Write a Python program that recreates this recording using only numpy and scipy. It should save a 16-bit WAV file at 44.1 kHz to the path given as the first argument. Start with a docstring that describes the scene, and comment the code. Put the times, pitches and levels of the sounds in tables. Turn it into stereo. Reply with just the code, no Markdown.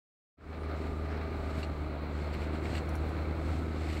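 """A ski slope, a snow groomer working far up it. Its six-cylinder diesel drones, sags briefly and pulls
again; steel cleats clank through the snow and the running gear rattles. Near the microphone, clothing
rustles and the casing ticks, knocks and creaks in the hand. A light gust passes over a low wind rumble.
The sound fades in at the start."""
import sys
import numpy as np
from scipy import signal
from scipy.fft import rfft, irfft, next_fast_len
from scipy.io import wavfile
from scipy.ndimage import map_coordinates

SR = 44100
rng = np.random.default_rng(int(sys.argv[2]) if len(sys.argv) > 2 else 0)


def to_wav(sig):
    """Store sig (one row per channel, or 1-D mono) as 16-bit WAV at the path in sys.argv[1].

    Samples outside -1..1 are clipped; the rate is SR.
    """
    pcm = np.clip(np.atleast_2d(sig), -1, 1) * 32767
    pcm = np.round(pcm).astype(np.int16)
    wavfile.write(sys.argv[1], SR, pcm.T)  # frames by channels


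N = 176400

# Crankshaft speed: t/s, f/Hz
SHAFT_SPEED = [(0.5, 25.79), (0.75, 25.57), (1.1, 25.88), (1.35, 25.67), (1.65, 25.38), (1.93, 24.72),
               (2.2, 25.23), (2.38, 25.3), (2.62, 25.79), (2.85, 25.65), (3.15, 25.84), (3.45, 26.06),
               (3.7, 26.13), (3.88, 25.92)]
# Exhaust puff per cylinder, in firing order: level/dB
CYLINDER_PUFFS = [-4, -4, -3, -3, -8, -2]
# Exhaust spectrum: f/Hz, level/dB
EXHAUST_SPECTRUM = [(60, -36), (120, -5.5), (200, 1.5), (320, 3.5), (450, -3), (700, -11.5), (1000, -30),
                    (3000, -42)]
# Engine harmonics: shaft order, cruising level/dB, pulling level/dB
ENGINE_TONES = [(6, -50.5, -48), (9, -53.5, -51.5), (10, -56, -85), (11, -56, -55), (12, -61.5, -50.5),
                (13, -66, -51), (15, -54, -54.5), (16, -51, -76), (20, -70, -60.5), (22, -61, -73)]
# Drive whines: shaft order, cruising level/dB, pulling level/dB
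DRIVE_WHINES = [(25.2, -57.5, -63.5), (28.7, -72, -63), (45.7, -65, -76), (47.1, -60.5, -74),
                (49.9, -67, -65)]

def diesel():
    """Three firings a turn: drone, uneven exhaust puffs, shaft harmonics and drive whine."""
    pull_from_s, pull_full_s = 1.36, 2.6
    puff_db, puff_pull_db, puff_decay_firings = -48, 3.2, 0.4
    cruise_db, drone_pull_db, sag_db_per_hz, lead_firings = -38, 1.5, 1.7, 0.13
    shaft_hz = timeline(SHAFT_SPEED)
    turns = np.cumsum(shaft_hz) / SR
    load = np.clip((clock() - pull_from_s) / (pull_full_s - pull_from_s), 0, 1)
    firings = 3 * turns
    index = firings.astype(int)
    size_db = np.take(CYLINDER_PUFFS, index, mode="wrap") + 0.6 * rng.standard_normal(N)[index]
    gate = amp(size_db) * np.exp(-(firings % 1) / puff_decay_firings)
    puffs = amp(puff_db + puff_pull_db * load) * coloured(gate * noise(), EXHAUST_SPECTRUM)
    sag_db = sag_db_per_hz * (shaft_hz - shaft_hz.mean())
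    drone_db = cruise_db + drone_pull_db * load + sag_db + 0.77 * wobble(7.02)
    drone = np.sqrt(2) * amp(drone_db) * np.cos(2 * np.pi * (firings + lead_firings))
    harmonics = shaft_tones(ENGINE_TONES, turns, load, waver_db=0.5, drift_rad=0.035)
    whine = shaft_tones(DRIVE_WHINES, turns, load, waver_db=1.0, drift_rad=0.57)
    return drone + puffs + harmonics + whine


def shaft_tones(table, turns, load, waver_db, drift_rad):
    """Shaft-locked tones; higher ones waver more through the air. Waver and drift given at order 10."""
    out = np.zeros(N)
    for order, cruise_db, pull_db in table:
        depth = np.sqrt(order / 10)
        level_db = cruise_db + (pull_db - cruise_db) * load + waver_db * depth * wobble(7.05)
        phase_rad = 2 * np.pi * order * turns + drift_rad * depth * wobble(12)
        out += np.sqrt(2) * amp(level_db) * np.cos(phase_rad)
    return out


# Track envelope: t/s, relative level/dB
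TRACK_LEVEL = [(.4, -47), (0.802, -49.5), (0.962, -50), (1.15, -50), (1.45, -48.5), (1.9, -49), (2.2, -48),
               (2.85, -47.5), (3.15, -47), (4, -50.5)]
# Cleat and snow spectrum: f/Hz, level/dB
TRACK_SPECTRUM = [(150, -6), (400, 1), (680, 1), (860, -4), (1050, -7), (1250, -5.5), (1500, -7),
                  (1750, -14.5), (2200, -10.5), (3000, -17), (4200, -15), (5500, -38), (8000, -52),
                  (10000, -40), (15500, -25)]

def tracks():
    """Steel cleats clank densely over the churn of snow."""
    clanks_per_s, decay_s, clank_db, gain_db = 130, 0.0033, -8.5, 2.5
    hits = (rng.random(N) < clanks_per_s / SR) * amp(1.7 * rng.standard_normal(N))
    decays = signal.lfilter([1], [1, -np.exp(-1 / (decay_s * SR))], hits)
    clanks = coloured(decays * noise(), TRACK_SPECTRUM)
    churn = coloured(noise(), TRACK_SPECTRUM) * amp(0.88 * wobble(21.9))
    return amp(timeline(TRACK_LEVEL) + gain_db) * (churn + amp(clank_db) * clanks)


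# Running-gear envelope: t/s, level/dB
RATTLE_LEVEL = [(.4, -51), (.85, -57.5), (.97, -60.5), (1.129, -49.5), (1.42, -59.5), (1.9, -67),
                (4, -57.5)]
# Running-gear spectrum: f/Hz, level/dB
RATTLE_SPECTRUM = [(700, -17), (1200, 5.5), (2200, -3.5), (3000, -10), (5200, -14), (7000, -26)]

def gear_rattle():
    """Bright rattle of the running gear, strongest before the load comes on."""
    grains = noise() * amp(3.1 * wobble(120))
    return amp(timeline(RATTLE_LEVEL)) * coloured(grains, RATTLE_SPECTRUM)


# Soft cloth strokes: centre t/s, sigma/s, level/dB
CLOTH_SLIDES = [(.82, 0.062, -57.5), (1.48, 0.083, -59), (1.597, 0.036, -54), (2.21, 0.075, -56),
                (2.42, 0.04, -54), (2.7, 0.041, -51), (3.52, 0.074, -55.5), (3.91, 0.13, -51)]
# Slide spectrum: f/Hz, level/dB
SLIDE_SPECTRUM = [(500, -12), (2000, 5), (4200, 4), (5800, -7), (7900, -5), (9800, -12), (12500, -7),
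                  (15500, -22)]
# Gritty strokes: centre t/s, sigma/s, relative level/dB
SCUFF_STROKES = [(1.509, .006, -53), (1.633, 0.0036, -45.5), (1.647, 0.0077, -49.5), (2.342, 0.013, -49),
                 (2.43, 0.014, -53), (2.56, 0.03, -53.5), (2.655, 0.013, -51), (2.764, 0.022, -41.5),
                 (3.9, 0.0091, -50), (3.93, 0.004, -48), (3.975, 0.03, -50.5)]
# Scuff spectrum: f/Hz, level/dB
SCUFF_SPECTRUM = [(300, -2), (1300, -4), (2000, 3.5), (2800, 4), (4300, -0.5), (6000, -17), (7900, -6.5),
                  (9800, -17)]

def cloth_rubs():
    """Cloth slides and scuffs, each stroke made of tiny slips."""
    slides = swells(CLOTH_SLIDES) * coloured(noise() * amp(1.5 * wobble(420)), SLIDE_SPECTRUM)
    scuffs = swells(SCUFF_STROKES) * coloured(noise() * amp(wobble(420)), SCUFF_SPECTRUM)
    return slides + amp(-4) * scuffs


# Casing modes rung by scuffs: f/Hz, level/dB
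CASING_MODES = [(1930, -1), (2330, -5), (2780, 3), (3500, -8), (4250, -1), (4750, -5.5), (5700, -13),
                (7650, -8.5), (11800, -13)]

def scuff_grit():
    """Uneven stick-slip; each slip rings the casing with a new mix of its modes."""
    slips_per_s, decay_s, scatter_db, gain_db = 380, 0.0013, 2, -2.5
    slip_count = np.floor(np.cumsum(slips_per_s * amp(4 * wobble(200))) / SR)
    slips = np.diff(slip_count, prepend=0) * amp(scatter_db * wobble(300))
    age_s = np.arange(SR // 20) / SR
    rings = sum(signal.fftconvolve(slips * noise(), ring(age_s, [mode], decay_s)[None], axes=1)[:, :N]
                for mode in CASING_MODES)
    return amp(gain_db) * swells(SCUFF_STROKES) * unit(rings)


# Cloth folds: centre t/s, sigma/s, level/dB
CLOTH_FOLDS = [(1.595, .022, -59), (2.342, .008, -58), (2.42, .025, -69), (2.67, .03, -66),
               (2.763, 0.015, -55), (2.903, 0.009, -59), (2.945, .01, -57), (3.092, .009, -58),
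               (3.96, 0.084, -59.5)]
# Snap spectrum: f/Hz, level/dB
SNAP_SPECTRUM = [(1500, -15), (4000, -8), (8000, -7), (10000, 9), (13000, 10), (15500, 4)]

def cloth_crackle(snaps_per_s=1100):
    """Clusters of tiny snaps as stiff cloth folds."""
    snaps = (rng.random(N) < snaps_per_s / SR) * noise()
    return swells(CLOTH_FOLDS) * coloured(snaps, SNAP_SPECTRUM)


# Finger taps: t/s, f/Hz, level/dB
FINGER_TAPS = [(1.616, 1430, -48), (2.655, 2260, -41), (2.753, 1910, -37), (2.949, 1400, -38.5),
               (3.491, 1320, -39.5), (3.897, 2040, -43.5), (3.969, 2120, -45)]

def finger_taps(overtone_ratio=1.43, overtone_db=-7, decay_s=0.0032):
    """Light, hollow taps on the casing, each with one overtone."""
    return sum(ring(clock() - at_s, [(hz, db), (hz * overtone_ratio, db + overtone_db)], decay_s)
               for at_s, hz, db in FINGER_TAPS)


# Finger shifts: centre t/s, sigma/s, relative level/dB
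FINGER_SHIFTS = [(1.6, 0.092, -51.5), (2.345, .02, -46), (2.43, 0.032, -51), (2.68, 0.081, -46.5)]
# Finger-rub spectrum: f/Hz, level/dB
GRIP_SPECTRUM = [(100, -10), (300, -4), (480, -3), (1200, -4), (1700, -3), (3000, -29.5)]
# Flex coupling to the microphone ports: left gain, right gain
FLEX_GAINS = [0.83, -1.32]

def grip():
    """Dull, grainy finger rubs flex the casing, pushing the two ports opposite ways."""
    slips = rng.standard_normal(N) * amp(2.3 * wobble(250))
    rubbing = unit(filtered(slips, lambda hz: amp(along(GRIP_SPECTRUM, hz))))
    return np.outer(FLEX_GAINS, swells(FINGER_SHIFTS) * rubbing)


# Casing ticks: t/s, level/dB
CASING_TICKS = [(1.497, -52), (1.587, -50), (1.669, -55), (2.892, -40.5), (2.954, -37.5), (2.961, -51),
                (3.096, -51), (3.929, -49)]
# Tick spectrum: f/Hz, level/dB
TICK_SPECTRUM = [(1000, -23), (4000, -21), (5800, 0.5), (8000, -11), (10000, 5), (13000, 1), (15500, 0.5)]

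def casing_ticks():
    """Hard ticks in the hand: a noise burst with a short tail, and one ringing casing mode."""
    burst_s, tail_s, tail_db = 0.0009, 0.013, -11.5
    mode_hz, mode_db, mode_decay_s = 5750, -13, 0.0028
    age_s = np.arange(SR // 10) / SR
    shape = np.exp(-age_s / burst_s) + amp(tail_db) * np.exp(-age_s / tail_s)
    envelope, pings = np.zeros((2, N))
    for at_s, db in CASING_TICKS:
        start = round(at_s * SR)
        envelope[start:start + len(shape)] += amp(db) * shape[:N - start]
        pings += ring(clock() - at_s, [(mode_hz, db + mode_db)], mode_decay_s)
    return envelope * coloured(noise(), TICK_SPECTRUM) + pings


# Casing modes rung by the creak: f/Hz, level/dB
CREAK_PARTIALS = [(2266, -56), (2750, -34.5), (3900, -38), (4400, -40)]

def casing_creak(at_s=1.63, rise_s=0.0014, decay_s=0.0032):
    """The casing creaks once: damped modes with a ramped onset."""
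    age_s = clock() - at_s
    return ring(age_s, CREAK_PARTIALS, decay_s) * np.clip(age_s / rise_s, 0, 1)


def casing_knock(at_s=1.579, hz=181, level_db=-23, decay_s=0.0024):
    """A soft knock rings one low, heavily damped mode."""
    return ring(clock() - at_s, [(hz, level_db)], decay_s)


# Squeaks: t/s, length/s, start f/Hz, end f/Hz, relative level/dB
SQUEAK_GLIDES = [(0.567, 0.1, 9600, 8700, -67), (2.51, .07, 9600, 8600, -68)]

def squeaks(jitter_hz=170):
    """Thin, faint falling glides, left of centre."""
    out = np.zeros(N)
    for at_s, length_s, from_hz, to_hz, db in SQUEAK_GLIDES:
        progress = np.clip((clock() - at_s) / length_s, 0, 1)
        hz = from_hz + (to_hz - from_hz) * progress + jitter_hz * wobble(270)
        out += amp(db) * np.sin(np.pi * progress) * np.sin(2 * np.pi * np.cumsum(hz) / SR)
    return out * amp([[3], [-4]])


# Wind rumble spectrum: f/Hz, level/dB
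RUMBLE_SPECTRUM = [(24, -30), (35, -5.5), (58, -4), (100, -6), (160, -13), (300, -11), (1000, -47)]
# Gust envelope: t/s, relative level/dB
GUST_LEVEL = [(1.3, -69.5), (1.62, -47), (2.1, -63.5), (2.48, -60), (2.64, -42.5), (3.15, -45.5),
              (3.55, -47), (3.82, -68)]
# Port buffeting spectrum: f/Hz, level/dB
BUFFET_SPECTRUM = [(15, -32), (35, -16), (65, 8), (115, 3.5), (160, -21), (250, -8.5), (600, -40)]

def wind(rumble_db=-45.5):
    """Low, uneven rumble; a gust flutters at each port independently, more at the left."""
    rumble = amp(rumble_db + 2.05 * wobble(6.65)) * coloured(noise(), RUMBLE_SPECTRUM)
    flutter = unit(filtered(noise(), lambda hz: amp(along(BUFFET_SPECTRUM, hz))))
    gust_db = timeline(GUST_LEVEL) + 0.78 * wobble(6.92)
    return rumble + amp(gust_db) * flutter * amp([[2], [-3]])


# Left-right likeness: f/Hz, correlation
PORT_CORRELATION = [(100, 1), (300, 0.98), (480, 0.92), (740, 0.93), (1220, 0.67), (2000, 0.12),
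                    (5000, 0.021)]

def coloured(pair, spectrum):
    """Two unrelated signals to shaped stereo of rms 1, alike in the bass."""
    def response(hz):
        angle_rad = np.arccos(np.clip(along(PORT_CORRELATION, hz), -1, 1)) / 2
        return amp(along(spectrum, hz)) * [np.cos(angle_rad), np.sin(angle_rad)]
    mid, side = filtered(pair, response)
    return unit(np.array([mid + side, mid - side]))


def ring(age_s, modes, decay_s):
    """Damped modes (f/Hz, level/dB) starting at age 0."""
    out = np.zeros(len(age_s))
    live = (age_s > 0) & (age_s < 20 * decay_s)
    partials = sum(amp(db) * np.sin(2 * np.pi * hz * age_s[live]) for hz, db in modes)
    out[live] = np.exp(-age_s[live] / decay_s) * partials
    return out


def swells(table):
    """Sum of Gaussian stroke envelopes."""
    return sum(amp(db) * np.exp(-.5 * ((clock() - at_s) / sigma_s) ** 2) for at_s, sigma_s, db in table)


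def wobble(rate_hz):
    """Smooth random curve through knots at rate_hz."""
    return map_coordinates(rng.standard_normal(int(N * rate_hz / SR) + 4), [clock() * rate_hz])


def filtered(x, response):
    """Zero-phase filter with gain response(hz)."""
    size = next_fast_len(N + SR // 2)
    return irfft(rfft(x, size) * response(np.fft.rfftfreq(size, 1 / SR)), size)[..., :N]


def along(points, hz):
    """Interpolate (f/Hz, value) on a log axis."""
    knots_hz, values = np.transpose(points)
    return np.interp(np.log(hz + 1), np.log(knots_hz + 1), values)


def timeline(points):
    """Interpolate (t/s, value) at every sample."""
    return np.interp(clock(), *np.transpose(points))


def amp(db):
    return 10 ** (np.asarray(db) / 20)


def unit(x):
    return x / np.sqrt(np.mean(x ** 2) + 1e-20)


def clock():
    return np.arange(N) / SR


def noise():
    return rng.standard_normal((2, N))


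def scene():
    """Distant groomer and wind, plus close cloth and hand sounds."""
    slope = diesel() + tracks() + gear_rattle() + wind()
    cloth = cloth_rubs() + cloth_crackle()
    hand = grip() + casing_ticks() + casing_creak() + casing_knock() + finger_taps()
    return slope + cloth + hand + squeaks() + scuff_grit()


# Left port response: f/Hz, level/dB
LEFT_PORT = [(500, 0.5), (1200, 4), (1900, 2), (3100, 1), (4200, -5), (5300, 2.5), (6400, 0.5), (7500, 2.5),
             (8600, 3), (9600, -7.5), (15000, -11)]
# Right port response: f/Hz, level/dB
RIGHT_PORT = [(500, 0.5), (1200, 0.5), (2200, 7.5), (3200, -4.5), (4300, 5), (5300, -2), (6400, -4),
              (7600, 2.5), (8800, -8), (11700, -6.5), (15000, -12)]

def record(dry):
    """Each microphone port colours the sound; fade-in and band limit follow."""
    open_s, fade_s, top_hz = 0.37, 0.34, 15770
    heard = filtered(dry, lambda hz: amp([along(LEFT_PORT, hz), along(RIGHT_PORT, hz)]))
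    fade = np.clip((clock() - open_s) / fade_s, 0, 1)
    return filtered(heard * fade, lambda hz: hz < top_hz)


dry = scene()
out = record(dry)
to_wav(out)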